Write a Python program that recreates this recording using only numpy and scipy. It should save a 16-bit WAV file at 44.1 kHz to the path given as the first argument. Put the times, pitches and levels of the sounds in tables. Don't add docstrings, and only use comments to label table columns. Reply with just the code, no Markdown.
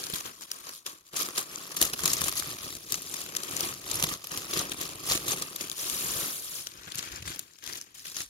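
import sys
import numpy as np
from scipy import signal
from scipy.fft import rfft, irfft, next_fast_len
from scipy.io import wavfile
from scipy.ndimage import uniform_filter1d

SR = 44100
rng = np.random.default_rng(int(sys.argv[2]) if len(sys.argv) > 2 else 0)


def voltage_ratio(decibels):
    exponent = np.asarray(decibels, float) / 20
    return 10 ** exponent


def inscribe(sig):
    pcm = np.round(np.clip(np.atleast_2d(sig).T, -1, 1) * 32767)
    wavfile.write(sys.argv[1], SR, pcm.astype(np.int16))


N = 365796
SIZE = next_fast_len(N + SR // 2)
HZ = np.maximum(np.fft.rfftfreq(SIZE, 1 / SR), 1)
LOG_HZ = np.log(HZ)

# peak_s, crackle_db, rise_s, fall_s, hollow_body_db
OPENING_PUSHES = [(0.0, -38.5, .1, 0.51, 0), (0.145, -31, 0.0096, 0.099, -2),
                  (0.258, -36.5, 0.016, 0.069, 4.5), (0.428, -40.5, 0.052, 0.044, -4),
                  (0.525, -44.5, 0.088, 0.34, -1), (0.68, -41.5, 0.074, 0.094, 0),
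                  (0.763, -43.5, 0.14, 0.057, -20), (0.866, -41, 0.018, 0.15, -0.5),
                  (1.071, -55, 0.048, 0.15, -4), (1.144, -40, 0.023, 0.42, 6.5),
                  (1.165, -28.5, 0.005, 0.16, -24), (1.199, -30, 0.046, 0.087, -1.5),
                  (1.38, -27, 0.037, 0.069, -0.5), (1.545, -42.5, 0.22, 1, 3.5)]
# peak_s, crackle_db, rise_s, fall_s, hollow_body_db
SEARCHING_PUSHES = [(1.825, -30, 0.077, 0.13, 1.5), (2.072, -30.5, 0.15, 0.33, 1.5),
                    (2.27, -31.5, 0.15, 0.036, 2.5), (2.388, -28, 0.071, 0.032, -12),
                    (2.52, -38, 0.74, 0.072, 3), (2.66, -37.5, 0.24, 0.19, 2),
                    (2.934, -34.5, 0.081, 0.1, -1), (3.07, -44, 0.88, 0.3, -21),
                    (3.208, -36.5, 0.28, 0.099, -1.5), (3.43, -44, 1, 0.23, 7.5),
                    (3.647, -32.5, 0.37, 0.2, 3), (3.919, -34, 0.14, 0.25, 2.5),
                    (4.043, -36, 0.19, 0.024, 7.5), (4.132, -33, 0.27, 0.05, 2), (4.2, -52, .06, 0.057, 8),
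                    (4.313, -37, 0.014, 0.34, 6), (4.375, -39.5, 0.27, 0.2, -0.5),
                    (4.505, -34, 0.013, 0.16, 0.5), (4.584, -30.5, 0.13, 0.14, 7),
                    (4.722, -37.5, 0.054, 0.04, 8), (4.821, -35, 0.11, 0.21, 3),
                    (5.12, -24, 0.09, 0.085, 0), (5.32, -27, 0.083, 0.045, 2), (5.39, -38, 0.96, 0.18, 6),
                    (5.51, -45, 0.36, 0.3, 5), (5.745, -42.5, 0.079, .04, 2.5),
                    (5.617, -38, 0.074, 0.19, 3)]
# peak_s, crackle_db, rise_s, fall_s, hollow_body_db
SETTLING_PUSHES = [(6.79, -55.5, 0.1, 0.034, 13), (6.884, -48.5, 0.027, 0.021, 15.5),
                   (6.991, -27, 0.026, 0.012, -8), (7.06, -41, 0.48, 0.12, 4),
                   (7.163, -42.5, 0.14, 0.095, 7.5), (7.272, -35.5, 0.037, 0.18, 2.5),
                   (7.56, -57.5, 0.9, 0.08, 1), (7.626, -48, 0.005, 0.44, 6), (7.7, -42, 0.11, 0.071, 6),
                   (7.77, -38, 0.14, 0.048, -3), (7.816, -44, .005, 0.033, -10),
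                   (7.946, -45.5, 0.005, 0.54, -6.5), (8.053, -35.5, 0.005, 0.11, -6),
                   (8.203, -33, 0.1, 0.064, -6.5)]
PUSHES = OPENING_PUSHES + SEARCHING_PUSHES + SETTLING_PUSHES
# time_s, crackle_db, hollow_body_db
SLIDE_STROKE = [
    (5.73, -76, -3),
    (5.765, -41.5, -9),
    (5.79, -34.5, -2.5),
    (6.235, -33, 2),
    (6.41, -41.5, -4),
    (6.595, -37.5, -7.5),
    (6.73, -54.5, -1.5),
    (6.8, -87, 4),
]
# time_s, coarseness_db, lower_mids_db
GRAIN_COARSENESS = [
    (5.74, 2.7, 0),
    (5.78, .4, 0),
    (6.6, .4, 0),
    (6.75, 2.6, -8),
]
# time_s, left_minus_right_db, facing_ports_db
BAG_PLACE = [(0.0, 0, -5), (0.02, 4.5, -6), (1.85, 1.5, -6), (3.49, 3, -6), (4.06, 1.5, -7),
             (4.96, 2.5, -7), (5.06, 1, -6.5), (5.75, 3.5, -4.5), (6.39, 2.5, -0.5), (6.86, 4.5, -10.5),
             (7.69, 5, -8), (8.29, 2, -8.5)]

# peak_s, crack_db, left_minus_right_db, length_ms
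DRY_CRACKS = [(0.024, -35, 3, 1.8), (0.0681, -26, 5, 1.6), (0.1548, -41, 1, 1.4),
              (0.5164, -17.5, 3.5, 1.1), (1.068, -42, 7, 0.58), (1.2214, -23, -5, 2.7),
              (1.56, -31, 8, 0.95), (1.769, -21.5, 7, 4.9), (1.8262, -13.5, 3, 4.3), (1.853, -22.5, 8, 6),
              (2.079, -19.5, 5, 3.2), (2.1033, -26.5, 8, 3.1), (2.1173, -22, 12, 1.8), (2.135, -17, 5, 4),
              (2.21, -25, 5, 3.5), (2.241, -21.5, 7, 2.8), (2.273, -23, 8, 1.3), (2.3172, -25, 7, 0.62),
              (2.375, -25.5, 9, 7), (2.398, -20.5, 9.5, 2.9), (2.9234, -14, 9.5, 1.34),
              (3.0977, -34, -1, 2.9), (3.2905, -36, 11, 1.5), (3.3676, -19, 2.5, 2.8),
              (3.4354, -28.5, 12, 2.3), (3.6081, -16.5, 7, 1.9), (3.625, -37, -1, .7),
              (3.6887, -33, -1, 1.8),
              (3.9152, -22.5, 9, 2.3), (3.944, -24.5, 1, 3.9), (3.9566, -22.5, 2, 3.4),
                (4.027, -11, 1, 1), (4.272, -24.5, 8, 1.6), (4.376, -24.5, 8.5, 3.2),
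                (4.593, -22.5, 5, 3.5), (4.697, -28, 5, .61), (5.5612, -26, 8, 3.4), (5.6735, -38, 12, .7),
                (5.6992, -21, 9, 0.41), (5.8996, -23, 10.5, 1.6), (5.9582, -30, -9, .4),
                (6.557, -36, 5, 2.9), (6.719, -31, 6, 0.31), (6.739, -42, 13, 2.2), (6.775, -43, 8, 4.7),
                (6.873, -42, 18, 1), (6.921, -32, 15, 1.5), (6.948, -25.5, 12, 1), (6.9563, -19.5, 9, 1.9),
                (7.394, -19.5, 8, 2.1), (7.536, -53, 17, 1.7), (7.588, -49, 24, 1.3),
                (7.6647, -29.5, 12, 2.5), (7.735, -33, 14, 0.93), (7.814, -22.5, 1, 0.52),
              (0.4376, -37, 5, 1.3), (.737, -34, -2, 1), (1.1348, -36, 1, 1.8), (1.257, -34, 4, 1.4),
               (1.988, -36, 6, 1.8), (2.0067, -30, 1, 1.2), (2.1695, -27, 17, 1.2), (2.295, -24, 0, 1.5),
               (2.5141, -30, 5, 1.8), (2.7208, -32, 3, 0.86), (3.021, -30, 12, 1.4), (3.4449, -39, 1, 1.2),
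               (3.567, -24.5, 4, 1.9), (3.891, -40, 5, 1.5), (4.575, -20.5, 2, 1.6), (4.581, -24, 5, 1.4),
               (4.67, -34, 3, 1.7), (4.736, -33, 3, 1.2), (5.05, -45, -8, 1.3), (5.284, -25, 2, 5.6),
               (5.405, -33, 5, 1.4), (5.629, -31, 11, 0.67), (5.7228, -33, 0.5, 1), (6.835, -42.5, 15, 1.3),
               (7.12, -32, 9, 2.8), (7.161, -35, 5, 2.5), (7.301, -37, 7, 1), (7.6767, -30, 15, 1.1),
               (7.694, -32.5, 13, 0.84), (7.756, -28, 7, 1.1), (7.996, -39, 3, 1.7)]
# peak_s, crack_db, left_minus_right_db, length_ms
PANEL_KNOCKS = [(0.04, -21.5, -1, 0.38), (0.6932, -33.5, -8, 1.5), (0.8652, -27.5, 5, 5),
                (1.1633, -29, 9, 2), (1.3816, -21, 0, 3.3), (1.719, -31, 6, 5), (1.877, -35, 17, 3.6),
                (1.993, -28, -4, 3), (2.0584, -16, 4, 3.5), (2.284, -24, 10.5, 6.4), (2.326, -25.5, 7, 2),
                (2.4246, -24, 0, 0.63), (2.9438, -20, 9, 1.3), (3.352, -23.5, 12, 0.41),
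                (3.6487, -24, 1, 1.2), (3.999, -26.5, -1, 6.5), (4.0397, -17, 3, 4.4),
                (4.0905, -26.5, -10, 1.6), (4.5361, -28, 7.5, 7.2), (4.7199, -29, 9, 3.8),
                (5.4237, -26, 2.5, 4.6), (5.7166, -27, 16, 0.52), (6.6712, -28, 8.5, 2.3),
                (7.6405, -31, 15, 0.58), (8.147, -39, 17, 2.8), (8.168, -27, 8, 4.2), (8.206, -21, 1, 0.3),
                (8.219, -27.5, 7, 1.7)]
# peak_s, crack_db, left_minus_right_db, length_ms
BAG_THUMPS = [(0.1016, -32, 6, 5.9), (0.1382, -25.5, 5, 4.1), (0.208, -31.5, 3, 3.6),
              (0.411, -35, 11, 0.48), (1.2881, -24.5, 3, 0.89), (1.8159, -12, 9.5, 1.7),
              (1.9362, -22, 1, 4.8), (2.037, -24, 10, 1.1), (2.0425, -22, -3, 1.2), (2.2173, -19, 9, 2.9),
              (2.727, -28, 7, 1.3), (2.753, -25, 6, 0.68), (2.7685, -36, 5, 5.6), (3.1412, -26, 9, 2.3),
              (3.512, -24, 7, 0.66), (4.244, -31, 1, 4.3), (4.5477, -38, 7, 2.1), (4.8142, -20.5, 3, 2.2),
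              (4.9858, -34.5, 10, 0.56), (5.1045, -35, 6, 7.4), (5.134, -27, 6, 1.9), (5.153, -25, 3, 7),
              (5.177, -25.5, -2, 2.9), (5.3207, -29, 12, 4.4), (5.611, -27.5, 6, 4.8),
              (7.0284, -30.5, 7, 2.5), (7.225, -36, 5, 4.8), (7.361, -28.5, 4, 1.1)]
DRY_SNAPS = DRY_CRACKS
EVERY_SNAP = DRY_SNAPS + PANEL_KNOCKS + BAG_THUMPS
# peak_s, centre_hz, emphasis_db
CREASE_PITCH = [(0.024, 2000, 11), (0.04, 4750, 10), (0.101, 8120, 6), (0.138, 4100, 7),
                (0.438, 5240, 11), (0.517, 5470, 4.5), (1.135, 2000, 10), (1.171, 10570, 9),
                (1.222, 11530, 11), (1.256, 3150, 8), (1.381, 5720, 4), (1.56, 6140, 17),
                (1.816, 12500, 6), (1.827, 11400, 6), (1.854, 13740, 4), (1.876, 6820, 8),
                (1.936, 3030, 2), (2.007, 6250, 4), (2.042, 7400, 15), (2.059, 7800, 8),
                (2.079, 8120, 11), (2.105, 4930, 6), (2.116, 6820, 3), (2.135, 6820, 3.5),
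                (2.21, 2000, 6), (2.24, 9600, 6), (2.273, 6250, 7), (2.295, 10570, 7),
                (2.316, 5240, 4), (2.426, 1700, 22), (2.514, 2600, 15), (2.721, 15000, 9),
                (2.753, 10570, 5), (2.945, 4800, 5.5), (3.02, 9100, 7), (3.096, 8120, 7),
                (3.14, 6860, 5), (3.351, 1990, 15), (3.367, 7150, 5),
                (3.435, 8120, 5.6), (3.445, 4030, 6), (3.511, 7440, 7.7), (3.608, 13740, 3.1),
                      (3.625, 13740, 10), (3.69, 5720, 8), (3.891, 2600, 5), (3.915, 7600, 4),
                      (3.956, 10570, 13), (4.002, 8120, 3.3), (4.026, 3100, 5.8), (4.09, 5240, 3.1),
                      (4.271, 15000, 3.7), (4.375, 2840, 6.3), (4.537, 3970, 5.1), (4.591, 5800, 4.9),
                      (4.697, 5720, 12), (4.721, 3300, 6.1), (4.814, 14900, 9), (5.133, 12590, 9),
                      (5.322, 6250, 7.8), (5.424, 5240, 3.4), (5.674, 3100, 4.5), (5.699, 6500, 3.5),
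                      (5.717, 5000, 4.6), (5.958, 11530, 14), (6.555, 6820, 9.2), (6.671, 6400, 5),
                      (6.717, 3380, 14), (6.871, 2380, 14), (6.921, 3720, 7.7), (6.947, 3690, 9.8),
                      (6.956, 15000, 14), (6.987, 3100, 8), (7.028, 2400, 6), (7.225, 2380, 8.2),
                      (7.394, 14700, 10), (7.641, 2000, 6.4), (7.663, 4400, 3.7), (7.676, 1990, 8.9),
                      (7.995, 5000, 3), (7.693, 5720, 3.8), (7.734, 4800, 12), (7.755, 3100, 10),
                      (7.813, 6900, 5), (8.167, 5730, 3.7), (8.204, 7440, 5.7)]

# low_hz, high_hz, grains_per_s, snap_trim_db
CRACK_LAYER = (2170, 14800, 9900, 0.069)
FLEX_LAYER = (624, 1837, 3998, -2.5)
BOOM_LAYER = (39, 870, 1500, 0.46)
# freq_hz, density_db_per_hz
PAPER_COLOUR = [(42, -7.5), (85, -5.5), (168, -1.5), (225, -3.5), (330, -1), (600, -11), (890, -17),
                (1190, -13), (1450, -16), (3300, -1.5), (7350, 0.5), (7950, -7), (8900, -1), (11500, 1.5),
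                (14300, -3.5), (15800, -7)]
# freq_hz, likeness_0_to_1
CHANNEL_LIKENESS = [(100, 1.0), (300, 1), (900, 0.65), (1800, 0), (4000, 0), (12000, 0.02)]
# time_s, note_hz, strength_db
HOLLOW_NOTE_PATH = [(0, 1210, 3.5), (.9, 1150, 9), (1.5, 1190, 5), (2.1, 1170, 1.5), (2.9, 1210, -3.5),
                    (3.6, 1130, 0.5), (4.4, 1130, -1.5), (5.3, 1120, -4), (6.2, 1190, 1.5), (6.6, 1270, 2),
                    (6.85, 1470, 1.5), (7.4, 1500, -3.5), (7.7, 1680, -6), (8.29, 1660, 2)]
# centre_s, extra_weight_db, width_s
TABLE_LEANS = [(0.1, -3, .12), (0.6, -6, 0.43), (1.381, -10.5, 0.48), (1.83, 0, .08), (2.3, 4, 0.46),
               (3.4, -6, 0.16), (4.0, 4, 0.13), (4.6, -2, 0.2), (5.15, -3, 0.11), (5.7, -5, 0.21),
               (6.1, 0.5, 0.25), (6.65, 4, 0.08), (7.22, 12.5, 0.098), (8.15, 2, 0.19)]
# start_s, peak_db, pitch_hz
TABLE_THUDS = [(1.815, -43, 62), (2.039, -32, 151), (2.47, -43, 139), (2.63, -59, 55.7), (3.94, -39, 106),
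               (4.033, -29.5, 160), (5.11, -50, 45), (6.78, -59, 55), (6.953, -44, 125), (7.115, -50, 52),
               (7.195, -46, 80), (7.261, -42, 70), (7.31, -58, 90), (8.25, -62, 45.8)]
# freq_hz, left_minus_right_db
PORT_DIFFERENCE = [(60, 1.5), (200, -1), (700, 0), (1250, -4), (2200, 1), (3300, 4), (5400, -0.5),
                   (6900, 7.5), (9000, 1), (11500, -4.5), (13000, 3), (15500, -1)]

SWELL_DB, SWELL_BEND = 21, 1.22
# level_re_crackle_db, hollow_body_share, swell_share, change_aside_db
FLEX_ANSWER, BOOM_ANSWER = (-10, 0.73, 1.01, 1.5), (-13, 0.9751, 0.88, -2)
ASIDE_S, STILL_DB = 6.7, -88
# flex_re_crack_db, boom_re_crack_db
CRACK_SHAKES, KNOCK_SHAKES, THUMP_SHAKES = (-15.5, -28), (-7.5, -22), (-7.5, -10)
CREASE_OCTAVES = 0.47
CRACK_T60_S, FLEX_T60_S, BOOM_T60_S = 0.0035, 0.011, 0.035
BREAK_DB = -1
RIGHT_LAG_S, LAG_S_PER_DB = 0.00014, 0.00007
NOTE_WIDTH_HZ, NOTE_SPACING_HZ = 400, 150
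ROOM_T60_S, ROOM_DB = 0.12, -7.5
AIR_DB, RUMBLE_DB = -83, -67
THUD_CYCLES = 0.73


def rms_one(x):
    return x / np.sqrt(np.mean(x ** 2) + 1e-20)


def in_time(rows):
    time_s, *columns = np.transpose(rows)
    return [np.interp(np.arange(N) / SR, time_s, column) for column in columns]


def over_hz(points, log_hz=LOG_HZ):
    hz, value = np.transpose(points)
    return np.interp(log_hz, np.log(hz), value)


def drift(rate_hz):
    r = np.exp(-2 * np.pi * rate_hz / SR)
    noise = rng.standard_normal(N + SR)
    return rms_one(signal.lfilter([1], [1, -2 * r, r * r], noise)[SR:])


def panned(x, pan_db):
    return np.array([x * voltage_ratio(pan_db / 2), x * voltage_ratio(-pan_db / 2)])


def shelved(x, kind, edge_hz, gain_db):
    sos = signal.butter(4, edge_hz, kind, fs=SR, output="sos")
    return x + (voltage_ratio(gain_db) - 1) * signal.sosfiltfilt(sos, x)


def handling(answer=(0, 0, 1, 0)):
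    re_db, body_share, swell_share, aside_db = answer
    t = np.arange(0, N + 64, 64) / SR
    peak_s, peak_db, rise_s, fall_s, body_db = np.transpose(PUSHES)[..., None]
    away = np.abs(t - peak_s) / np.maximum(np.where(t < peak_s, rise_s, fall_s), 0.005)
    swell_db = swell_share * SWELL_DB * away ** SWELL_BEND
    pushes = voltage_ratio(peak_db + body_share * body_db - swell_db)
    slide_s, slide_db, slide_body_db = np.transpose(SLIDE_STROKE)
    slide = voltage_ratio(np.interp(t, slide_s, slide_db + body_share * slide_body_db))
    power = np.sum(pushes ** 2, axis=0) + slide ** 2 + voltage_ratio(STILL_DB) ** 2
    level_db = 10 * np.log10(power) + re_db + aside_db * (t > ASIDE_S)
    return np.interp(np.arange(N) / SR, t, level_db)


def crackle(per_s, level_db, bunching):
    coarse_db, _ = in_time(GRAIN_COARSENESS)
    size_db = coarse_db * (bunching + np.minimum(rng.exponential(1, N), 3.4))
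    sizes = voltage_ratio(size_db) * rng.standard_normal(N)
    buckles = rng.random(N) < per_s * 3 / coarse_db / SR
    grains = sizes * buckles
    usual = np.sqrt(np.abs(uniform_filter1d(grains ** 2, size=SR // 25)) + 1e-12)
    return grains / usual * voltage_ratio(level_db)


def crease_colours(size):
    crease_s, hz, boost_db = np.transpose(CREASE_PITCH)
    apart_s = np.abs(np.transpose(EVERY_SNAP)[0][:, None] - crease_s)
    nearest = np.argmin(apart_s, axis=1)
    listed = np.min(apart_s, axis=1) < 0.004
    bins_hz = np.fft.rfftfreq(size, 1 / SR) + 1
    octaves = np.log2(bins_hz / hz[nearest, None]) / CREASE_OCTAVES
    return voltage_ratio((boost_db[nearest] * listed)[:, None] * np.exp(-octaves ** 2))


def snaps(level_db):
    t = np.arange(-300, 500) / SR
    slips = rng.standard_normal((len(EVERY_SNAP), len(t))) + 3 * (t == 0)
    slips = irfft(rfft(slips) * crease_colours(len(t)), len(t))
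    out = np.zeros((2, N + len(t)))
    for (peak_s, _, pan_db, length_ms), db, slip in zip(EVERY_SNAP, level_db, slips):
        length_ms = max(length_ms, 0.3)
        decay_s = length_ms / 1000 * np.where(t < 0, 0.5, 1.0)
        shape = np.exp(-np.abs(t) / decay_s)
        slip = slip / np.sqrt(np.sum((slip * shape) ** 2) / np.sum(shape ** 2))
        tightness = np.sqrt(1 + 0.045 / length_ms)
        at = round(peak_s * SR)
        out[:, at:at + len(t)] += panned(voltage_ratio(db) * tightness * slip * shape, pan_db - 3.0)
    return out[:, 330:N + 330]


def dying_noise(t60_s, size, wait_s=0.0):
    t = np.arange(size) / SR
    fading = voltage_ratio(np.maximum(-60 * t / t60_s, -200)) * (t >= wait_s)
    mid, side = rfft(rng.standard_normal((2, size)) * fading, 2 * size)
    log_hz = np.log(np.fft.rfftfreq(2 * size, 1 / SR) + 1)
    alike = np.clip(over_hz(CHANNEL_LIKENESS, log_hz), 0, 1)
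    pair = np.sqrt(1 + alike) * mid + np.sqrt(1 - alike) * side * [[1], [-1]]
    return irfft(pair)[:, :size] / np.sqrt(2 * np.sum(fading ** 2))


def patches(t60_s, count):
    size = round(t60_s * SR)
    rings = np.array([dying_noise(t60_s, size) for _ in range(count)])
    rings[..., 0] += voltage_ratio(BREAK_DB)
    rings = rfft(rings, 2 * size)
    together = uniform_filter1d(np.mean(np.abs(rings) ** 2, axis=0), size=3)
    return irfft(rings / np.sqrt(together))[..., :size]


def sheet(layer, t60_s, level_db, pan_db, snap_db, bunching, count):
    *_, per_s, trim_db = layer
    left, right = panned(crackle(per_s, level_db, bunching), pan_db) + snaps(snap_db + trim_db)
    lag = np.round(LAG_S_PER_DB * SR * in_time(BAG_PLACE)[0]).astype(int)
    right = right[np.maximum(np.arange(N) - lag, 0)]
    slips = np.array([left, right])
    patch = np.repeat(rng.integers(0, count, N // 160 + 1), 160)[:N]
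    out = 0
    for k, ring in enumerate(patches(t60_s, count)):
        left, right = slips * (patch == k)
        right = np.roll(right, round(RIGHT_LAG_S * SR * rng.uniform(0.2, 2.0)))
        out = out + signal.oaconvolve([left, right], ring, axes=1)[:, :N]
    return out


def hollow(x):
    hz, strength_db = in_time(HOLLOW_NOTE_PATH)
    out = x
    r = np.exp(-np.pi * NOTE_WIDTH_HZ / SR)
    for centre_hz in np.arange(1000, 2100, NOTE_SPACING_HZ):
        feedback = [1, -2 * r * np.cos(2 * np.pi * centre_hz / SR), r * r]
        rung = signal.lfilter([(1 - r * r) / 2, 0, (r * r - 1) / 2], feedback, x)
        nearness = np.maximum(1 - np.abs(hz - centre_hz) / NOTE_SPACING_HZ, 0)
        out = out + voltage_ratio(strength_db) * nearness * rung
    return out


def table_weight():
    t = np.arange(N) / SR
    return sum(db * np.exp(-((t - centre_s) / width_s) ** 2) for centre_s, db, width_s in TABLE_LEANS)


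def coloured(x, layer):
    low_hz, high_hz, *_ = layer
    edges = np.sqrt((1 + (low_hz / HZ) ** 6) * (1 + (HZ / high_hz) ** 6))
    return rfft(x, SIZE) * rms_one(voltage_ratio(over_hz(PAPER_COLOUR)) / edges)


def furnished_room():
    tail = dying_noise(ROOM_T60_S, size=SR // 2, wait_s=0.003)
    room = 1 + voltage_ratio(ROOM_DB) * rfft(tail, SIZE)
    cepstrum = irfft(np.log(uniform_filter1d(np.abs(room) ** 2, size=150)), SIZE)
    cepstrum[:, 0] /= 2
    return room / np.exp(rfft(cepstrum[:, :SIZE // 2], SIZE))


def thuds():
    out = np.zeros(N + SR)
    t = np.arange(SR // 4) / SR
    for start_s, db, hz in TABLE_THUDS:
        turns = t * hz / THUD_CYCLES
        swing = np.e * turns * np.exp(-turns) * np.sin(2 * np.pi * hz * t)
        out[round(start_s * SR):][:len(t)] += voltage_ratio(db) * swing
    return out[:N]


def scene():
    pan_db, facing_db = in_time(BAG_PLACE)
    _, lower_mids_db = in_time(GRAIN_COARSENESS)
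    peak_db = np.transpose(EVERY_SNAP)[1]
    shakes = [CRACK_SHAKES] * len(DRY_SNAPS)
    shakes += [KNOCK_SHAKES] * len(PANEL_KNOCKS) + [THUMP_SHAKES] * len(BAG_THUMPS)
    flex_re_db, boom_re_db = np.transpose(shakes)
    bunching = 0.6 * drift(40) + 0.6 * drift(150)

    crack = sheet(CRACK_LAYER, CRACK_T60_S, handling() + 0.057, pan_db - 1.5,
                  peak_db, bunching, count=9)
    flex = sheet(FLEX_LAYER, FLEX_T60_S, handling(FLEX_ANSWER), 1.36 * pan_db,
                 peak_db + flex_re_db, bunching, count=6)
    boom = sheet(BOOM_LAYER, BOOM_T60_S, handling(BOOM_ANSWER), 0.092 * pan_db,
                 peak_db + boom_re_db, bunching, count=3)

    crack = shelved(crack, "high", 7800, facing_db + 4.5)
    crack = crack + voltage_ratio(AIR_DB) * rng.standard_normal((2, N))
    flex = hollow(shelved(flex, "low", 730, lower_mids_db))
    boom = shelved(boom, "low", 148, table_weight())
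    rumble = signal.sosfilt(signal.butter(2, 110, fs=SR, output="sos"), rng.standard_normal(N))
    boom = boom + voltage_ratio(RUMBLE_DB) * rumble

    bag = coloured(crack, CRACK_LAYER) + coloured(flex, FLEX_LAYER) + coloured(boom, BOOM_LAYER)
    return irfft(bag * furnished_room(), SIZE)[:, :N] + thuds()


def low_pass(x):
    return signal.sosfilt(signal.butter(12, 17000, fs=SR, output="sos"), x)


def record(dry):
    rounded = 0.9 * np.tanh(dry / 0.9)
    ports = panned(np.ones(len(HZ)), over_hz(PORT_DIFFERENCE))
    steep_top = 1 / (1 + (HZ / 15850) ** 500)
    mix = irfft(rfft(rounded, SIZE) * ports * steep_top, SIZE)[:, :N]
    return low_pass(mix)


dry = scene()
out = record(dry)
inscribe(out)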